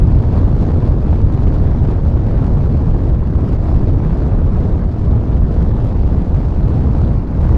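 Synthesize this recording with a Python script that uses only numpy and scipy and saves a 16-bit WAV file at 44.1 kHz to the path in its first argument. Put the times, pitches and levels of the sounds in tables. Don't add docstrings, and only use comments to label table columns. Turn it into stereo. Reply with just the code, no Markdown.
import sys
import numpy as np
from scipy import signal
from scipy.fft import rfft, irfft, next_fast_len
from scipy.io import wavfile
from scipy.ndimage import uniform_filter1d, minimum_filter1d, map_coordinates

SR = 44100
rng = np.random.default_rng(int(sys.argv[2]) if len(sys.argv) > 2 else 0)


def log_audio(samples):
    frames = np.atleast_2d(samples).T
    limited = np.clip(frames, -1, 1)
    pcm = np.round(limited * 32767).astype(np.int16)
    wavfile.write(sys.argv[1], SR, pcm)


N = 333837

# frequency_hz, density_db (per Hz)
LEFT_COLOUR = [(11, -8.5), (43, 0.6), (78, 0), (125, -6), (250, -13), (500, -23), (1000, -33.5),
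               (1500, -42.5), (2100, -50), (2900, -55), (4400, -57), (7000, -68), (10000, -78.5)]
RIGHT_COLOUR = [(11, -11), (43, -3.5), (78, 0), (125, -7.5), (250, -16.5), (500, -30.5), (1000, -45),
                (1500, -55.5), (2100, -64.5), (2900, -66.5), (4400, -75.5), (7000, -85), (10000, -90)]
# level_db (in the mean stream), follow_db_per_db (of airflow), drift_db (random)
LEFT_EDDIES = [(-7, 0.65, 0.32), (-16, 1, 0.07), (-26.5, 1, 0), (-49, 1.14, -0.04)]
RIGHT_EDDIES = [(-12, 0.93, .2), (-22, 1, .2), (-38.5, 0.99, .3), (-70, .9, .5)]
# time_s, flow_db (about its mean)
LEFT_FLOW = [(0.02, -0.0), (0.3, 0.3), (0.36, 3.7), (0.56, -0.9), (0.7, 3.6), (0.76, 0.4), (0.88, 2.4),
             (0.96, -1.9), (1.1, 1.4), (1.26, -1.1), (1.42, 1.1), (1.82, 0.5), (1.9, 2.0), (2.02, -2.1),
             (2.1, 0.6), (2.22, -0.8), (2.3, 1.5), (2.58, 0.2), (3.06, -0.8), (3.1, -0.1), (3.2, -3.3),
             (3.53, 1.6), (3.59, -1.2), (3.67, 1.7), (3.81, 0.1), (3.91, 1.0), (3.95, -1.0), (4.09, 0.9),
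             (4.19, -0.3), (4.21, 1.4), (4.51, -1.1), (4.61, 1.5), (4.93, -2.9), (5.13, 0.2), (5.17, -1.6),
             (5.37, 0.6), (5.41, -2.7), (5.53, 0.7), (5.73, -0.9), (5.79, 0.4), (5.99, -1.2), (6.13, 0.5),
             (6.31, -0.7), (6.37, 0.5), (6.53, -1.6), (6.75, 1.5), (6.85, -1.3), (6.97, 1.6), (7.27, -3.5),
             (7.55, 3.7)]
# time_s, flow_db (about its mean)
RIGHT_FLOW = [(0.02, 6.1), (0.28, -2.3), (0.4, 4.4), (0.48, -0.7), (0.88, 0.6), (1.0, -2.4), (1.1, 2.3),
              (1.16, -1.6), (1.32, 3.0), (1.98, -2.0), (2.18, 1.3), (2.96, -1.6), (3.1, 1.8), (3.18, -1.6),
              (3.35, -2.2), (3.43, 2.5), (3.57, -2.5), (3.91, 1.9), (3.95, -0.4), (4.03, 2.1), (4.21, -1.7),
              (4.37, 3.6), (4.45, 0.1), (4.71, 3.5), (4.85, -5.5), (5.13, -0.2), (5.19, -5.2), (5.35, 1.5),
              (5.43, -1.7), (5.61, 2.3), (5.89, -0.5), (6.11, 0.8), (6.65, -2.1), (6.75, 0.6), (7.13, 1.7),
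              (7.17, -3.3), (7.35, -3.6), (7.55, 4.4)]
# centre_s, length_s, left_db, right_db
SWELLS = [(0.03, 0.05, 4.0, -1.5), (0.17, 0.05, 2.4, 2.5), (0.23, 0.05, -3.3, 1.8),
          (0.35, 0.05, -3.8, -1.4), (0.49, 0.05, 0.1, 4.0), (0.54, 0.05, 3.6, 2.2), (0.7, 0.05, -5.5, -0.4),
          (0.93, 0.07, 2.6, 1.3), (1.14, 0.05, 2.8, 0.3), (1.24, 0.05, 2.6, 1.4), (1.5, 0.05, 2.1, 0.1),
          (1.56, 0.05, -1.6, 4.4), (1.64, 0.05, 1.4, 3.2), (1.84, 0.05, 2.1, 1.3), (1.9, 0.05, -2.6, -0.5),
          (2.01, 0.07, 3.6, 0.6), (2.22, 0.07, 2.1, -2.7), (2.38, 0.05, -2.5, 1.2), (2.53, 0.05, 1.7, 3.5),
          (2.66, 0.07, -2.6, 1.5), (2.92, 0.07, 3.0, -3.9), (3.05, 0.05, 1.5, -6.9),
          (3.23, 0.05, -1.1, -4.5), (3.64, 0.07, -5.0, 1.9), (3.78, 0.07, 1.8, 1.5),
          (3.95, 0.05, 4.8, -0.5), (4.21, 0.05, -4.1, 3.0), (4.33, 0.05, 2.9, -0.7), (4.46, 0.1, 2.3, 2.8),
          (4.64, 0.05, -5.0, -1.2), (4.78, 0.05, -2.2, -0.3), (4.97, 0.05, -1.9, -3.6),
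          (5.08, 0.05, 3.8, -1.5), (5.17, 0.05, 2.3, 2.3), (5.25, 0.05, -2.4, -2.3), (5.42, 0.1, 3.5, 1.2),
          (5.63, 0.05, 2.7, -3.8), (6.37, 0.15, -2.7, -0.8), (6.5, 0.05, -2.0, -2.1),
          (6.65, 0.05, 3.2, 1.8), (6.73, 0.05, -0.4, -3.9), (6.97, 0.05, -4.3, 1.2),
          (7.25, 0.07, -5.6, -3.5), (7.5, 0.05, -3.0, -3.3)]
# centre_s, length_s, left_db, right_db
WHOOSHES = [(0.03, 0.05, -2.4, 0.7), (0.5, 0.07, -2.2, -1.2), (0.6, 0.05, 3.9, -0.1),
            (0.67, 0.05, -1.3, 4.8), (2.53, 0.05, 2.2, 2.6), (2.98, 0.05, 3.8, -0.2),
            (3.13, 0.1, -2.0, -0.6), (3.28, 0.1, 1.8, -0.6), (3.61, 0.1, -3.4, 0.5), (4.41, 0.07, 2.8, 0.5),
            (4.66, 0.05, 2.5, 1.3), (5.7, 0.05, 0.1, -4.1), (5.78, 0.07, -2.1, 1.3),
            (6.01, 0.05, -2.6, 0.6), (6.5, 0.1, -2.5, 0.9), (6.86, 0.07, 4.1, -3.0),
            (7.39, 0.05, 1.7, -2.8), (7.46, 0.05, -2.4, -2.8)]
ROAR_LIFT_TIMES = [.232, .831, 1.13, 1.983, 2.951, 3.23, 3.694, 4.822, 5.954, 7.111]
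# time_s, level_db
LEFT_HISS = [(0.02, -0.7), (0.12, 1.1), (0.46, -0.6), (0.6, 1.9), (0.7, -1.7), (0.82, 0.2), (1.82, -0.1),
             (1.9, -1.3), (2.02, 0.8), (2.3, -0.8), (3.24, 0.5), (3.39, -0.8), (4.17, 0.3), (4.37, -2.8),
             (4.49, -0.2), (4.85, -0.6), (4.99, 2.5), (5.09, -0.4), (6.03, 0.8), (6.21, -0.8), (6.55, 1.5),
             (6.61, -0.2), (7.43, 1.0), (7.55, -1.3)]
# start_s, strength_db (relative to the common tick size), port (0 left, 1 right)
TICKS = [(0.07, -2.8, 1), (0.228, 7.8, 0), (0.39, 8.8, 0), (0.609, 7.8, 0), (0.627, 7.9, 0),
         (1.09, -3.2, 1), (1.217, 7.9, 0), (1.233, -10.0, 1), (1.321, -6.9, 1), (1.325, 7.2, 0),
         (1.341, 0.0, 1), (1.348, 8.9, 0), (1.519, -5.3, 1), (1.542, 7.6, 0), (2.425, 7.9, 0),
         (3.408, -7.2, 1), (3.692, 8.1, 0), (3.762, 7.9, 0), (4.098, 7.0, 0), (5.586, -9.6, 1),
         (5.645, -4.1, 1), (5.727, -1.5, 1), (5.79, -5.6, 1), (5.846, 8.2, 0), (6.682, 7.0, 0),
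         (6.769, 8.0, 0), (6.917, -3.5, 1), (7.058, -1.3, 1), (7.095, -5.0, 1), (7.134, -6.4, 1),
         (7.416, 9.5, 0)]

BUFFET_HZ, CHURN_HZ, HISS_HZ = 150, 500, 2500
TOP_HZ = 11100
DRIFT_PER_S = 9
GUST_DB, GUSTS_PER_S = 0.08, 11
THUMP_DB, THUMPS_PER_S = 2.4, 45
SHARED = 0.2
PORT_TOP = 1.9
PATCH_DB = 1.2
LIFT_S, LIFT_DB = 0.012, 4


def amp(db):
    return 10 ** (np.asarray(db) / 20)


def unit(x):
    return x / np.sqrt(np.mean(x ** 2) + 1e-20)


def along(points, hz):
    f, v = np.transpose(points)
    return np.interp(np.log(hz + 1), np.log(f + 1), v)


def curve(rows):
    s, value = np.transpose(rows)
    return np.interp(np.arange(N) / SR, s, value)


def wobble(rate):
    points = rng.standard_normal(int(N * rate / SR) + 4)
    return map_coordinates(points, [np.arange(N) * rate / SR])


def bell(s, length):
    offset = 2 * (np.arange(N) / SR - s) / length
    return 0.5 ** np.minimum(offset ** 2, 20)


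def filtered(x, response):
    m = next_fast_len(N + SR // 2)
    return irfft(rfft(x, m) * response(np.fft.rfftfreq(m, 1 / SR)), m)[..., :N]


def below(hz, edge_hz, order=8):
    return 1 / (1 + (hz / edge_hz) ** order)


def eddy_levels(flow_db, eddies):
    return [level_db + follow * flow_db + drift_db * wobble(DRIFT_PER_S)
            for level_db, follow, drift_db in eddies]


def passing_eddies(rows):
    return sum(np.outer([left_db, right_db], bell(s, length)) for s, length, left_db, right_db in rows)


def turbulence(colour, low_hz, high_hz, flutter_db):
    def response(hz):
        band_power = below(hz, high_hz) * (1 - below(hz, low_hz))
        return amp(along(colour, hz)) * np.sqrt(band_power)

    noise = unit(filtered(rng.standard_normal(N), response)) * amp(flutter_db)
    power = uniform_filter1d(noise ** 2, size=SR // 14)
    power = uniform_filter1d(power, size=SR // 14)
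    return noise / np.sqrt(np.abs(power) + 1e-12)


def buffeting(level_db, colour, common):
    own = turbulence(colour, 8.0, BUFFET_HZ, THUMP_DB * wobble(THUMPS_PER_S))
    swirl = np.sqrt(SHARED) * common + np.sqrt(1 - SHARED) * own
    push = amp(level_db) * swirl
    return push / (1 + (push / PORT_TOP) ** 4) ** (1 / 4)


def churning(level_db, colour, flutter_db):
    return amp(level_db) * turbulence(colour, BUFFET_HZ, CHURN_HZ, 0.75 * flutter_db)


def roaring(level_db, colour, flutter_db):
    return amp(level_db) * turbulence(colour, CHURN_HZ, HISS_HZ, flutter_db)


def hissing(level_db, colour, flutter_db, sputter_db):
    spit_db = sputter_db * wobble(900) + 0.5 * wobble(25)
    return amp(level_db) * turbulence(colour, HISS_HZ, SR / 2, 0.5 * flutter_db + spit_db)


def patchy(x, depth_db):
    spectrum = signal.stft(x, nperseg=512)[2]
    field = uniform_filter1d(rng.standard_normal(spectrum.shape), size=7, axis=0)
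    field = uniform_filter1d(field, size=7, axis=1)
    gain = unit(amp(depth_db * unit(field)))
    return signal.istft(spectrum * gain, nperseg=512)[1][:N]


def port(levels, colour, common, lumps_db, bursts_db, sputter_db):
    buffet_db, churn_db, roar_db, hiss_db = levels
    flutter_db = lumps_db * wobble(70) + bursts_db * wobble(450)
    buffet = buffeting(buffet_db, colour, common)
    churn = churning(churn_db, colour, flutter_db)
    roar = roaring(roar_db, colour, flutter_db)
    hiss = hissing(hiss_db, colour, flutter_db, sputter_db)
    return buffet + churn + patchy(roar + hiss, PATCH_DB)


def snaps(times, sizes):
    t = np.arange(SR // 100) / SR
    drop = -(1 - np.exp(-t / 0.00004)) * np.exp(-t / 0.002)
    impulses = np.bincount(times, sizes, N)[:N]
    return signal.fftconvolve(impulses, drop)[:N]


def crackle(pressure, overload, size_db):
    crests = signal.find_peaks(pressure, height=overload, distance=SR // 300)[0]
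    strength = rng.random(N)[crests] ** 2
    return snaps(crests, amp(size_db) * strength)


def ticks(size_db):
    s, strength_db, side = np.transpose(TICKS)
    times = np.round(s * SR).astype(int)
    sizes = amp(strength_db + size_db)
    return np.array([snaps(times, sizes * (side == k)) for k in range(2)])


def roar_lifts():
    return LIFT_DB * sum(bell(s, LIFT_S) for s in ROAR_LIFT_TIMES)


def scene():
    gust_db = GUST_DB * wobble(GUSTS_PER_S)
    common = turbulence(LEFT_COLOUR, 5.7, BUFFET_HZ, 0)
    left_swell_db, right_swell_db = passing_eddies(SWELLS)
    left_whoosh_db, right_whoosh_db = passing_eddies(WHOOSHES)
    left_flow_db, right_flow_db = curve(LEFT_FLOW), curve(RIGHT_FLOW)

    buffet_db, churn_db, roar_db, hiss_db = eddy_levels(left_flow_db + gust_db, LEFT_EDDIES)
    levels = (buffet_db + left_swell_db, churn_db + left_whoosh_db,
              roar_db + roar_lifts(), hiss_db + curve(LEFT_HISS))
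    left = port(levels, LEFT_COLOUR, common, lumps_db=0.5, bursts_db=2.5, sputter_db=3.0)

    buffet_db, churn_db, roar_db, hiss_db = eddy_levels(right_flow_db + gust_db, RIGHT_EDDIES)
    levels = buffet_db + right_swell_db, churn_db + right_whoosh_db, roar_db, hiss_db
    right = port(levels, RIGHT_COLOUR, common, lumps_db=1.0, bursts_db=2.5, sputter_db=2.5)

    left_snaps = crackle(left, overload=0.5, size_db=-19.5) * amp(left_flow_db)
    right_snaps = crackle(right, overload=0.45, size_db=-38)
    return np.array([left + left_snaps, right + right_snaps]) + ticks(size_db=-27)


def limiter(x, ceiling, hold, ramp):
    knee = 10
    needed = (1 + np.abs(x / ceiling) ** knee) ** (-1 / knee)
    held = minimum_filter1d(needed, hold)
    return x * uniform_filter1d(held, ramp)


def record(dry):
    limited = limiter(dry, ceiling=1, hold=SR // 300, ramp=SR // 380)
    return filtered(limited, lambda hz: hz < TOP_HZ)


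dry = scene()
out = record(dry)
log_audio(out)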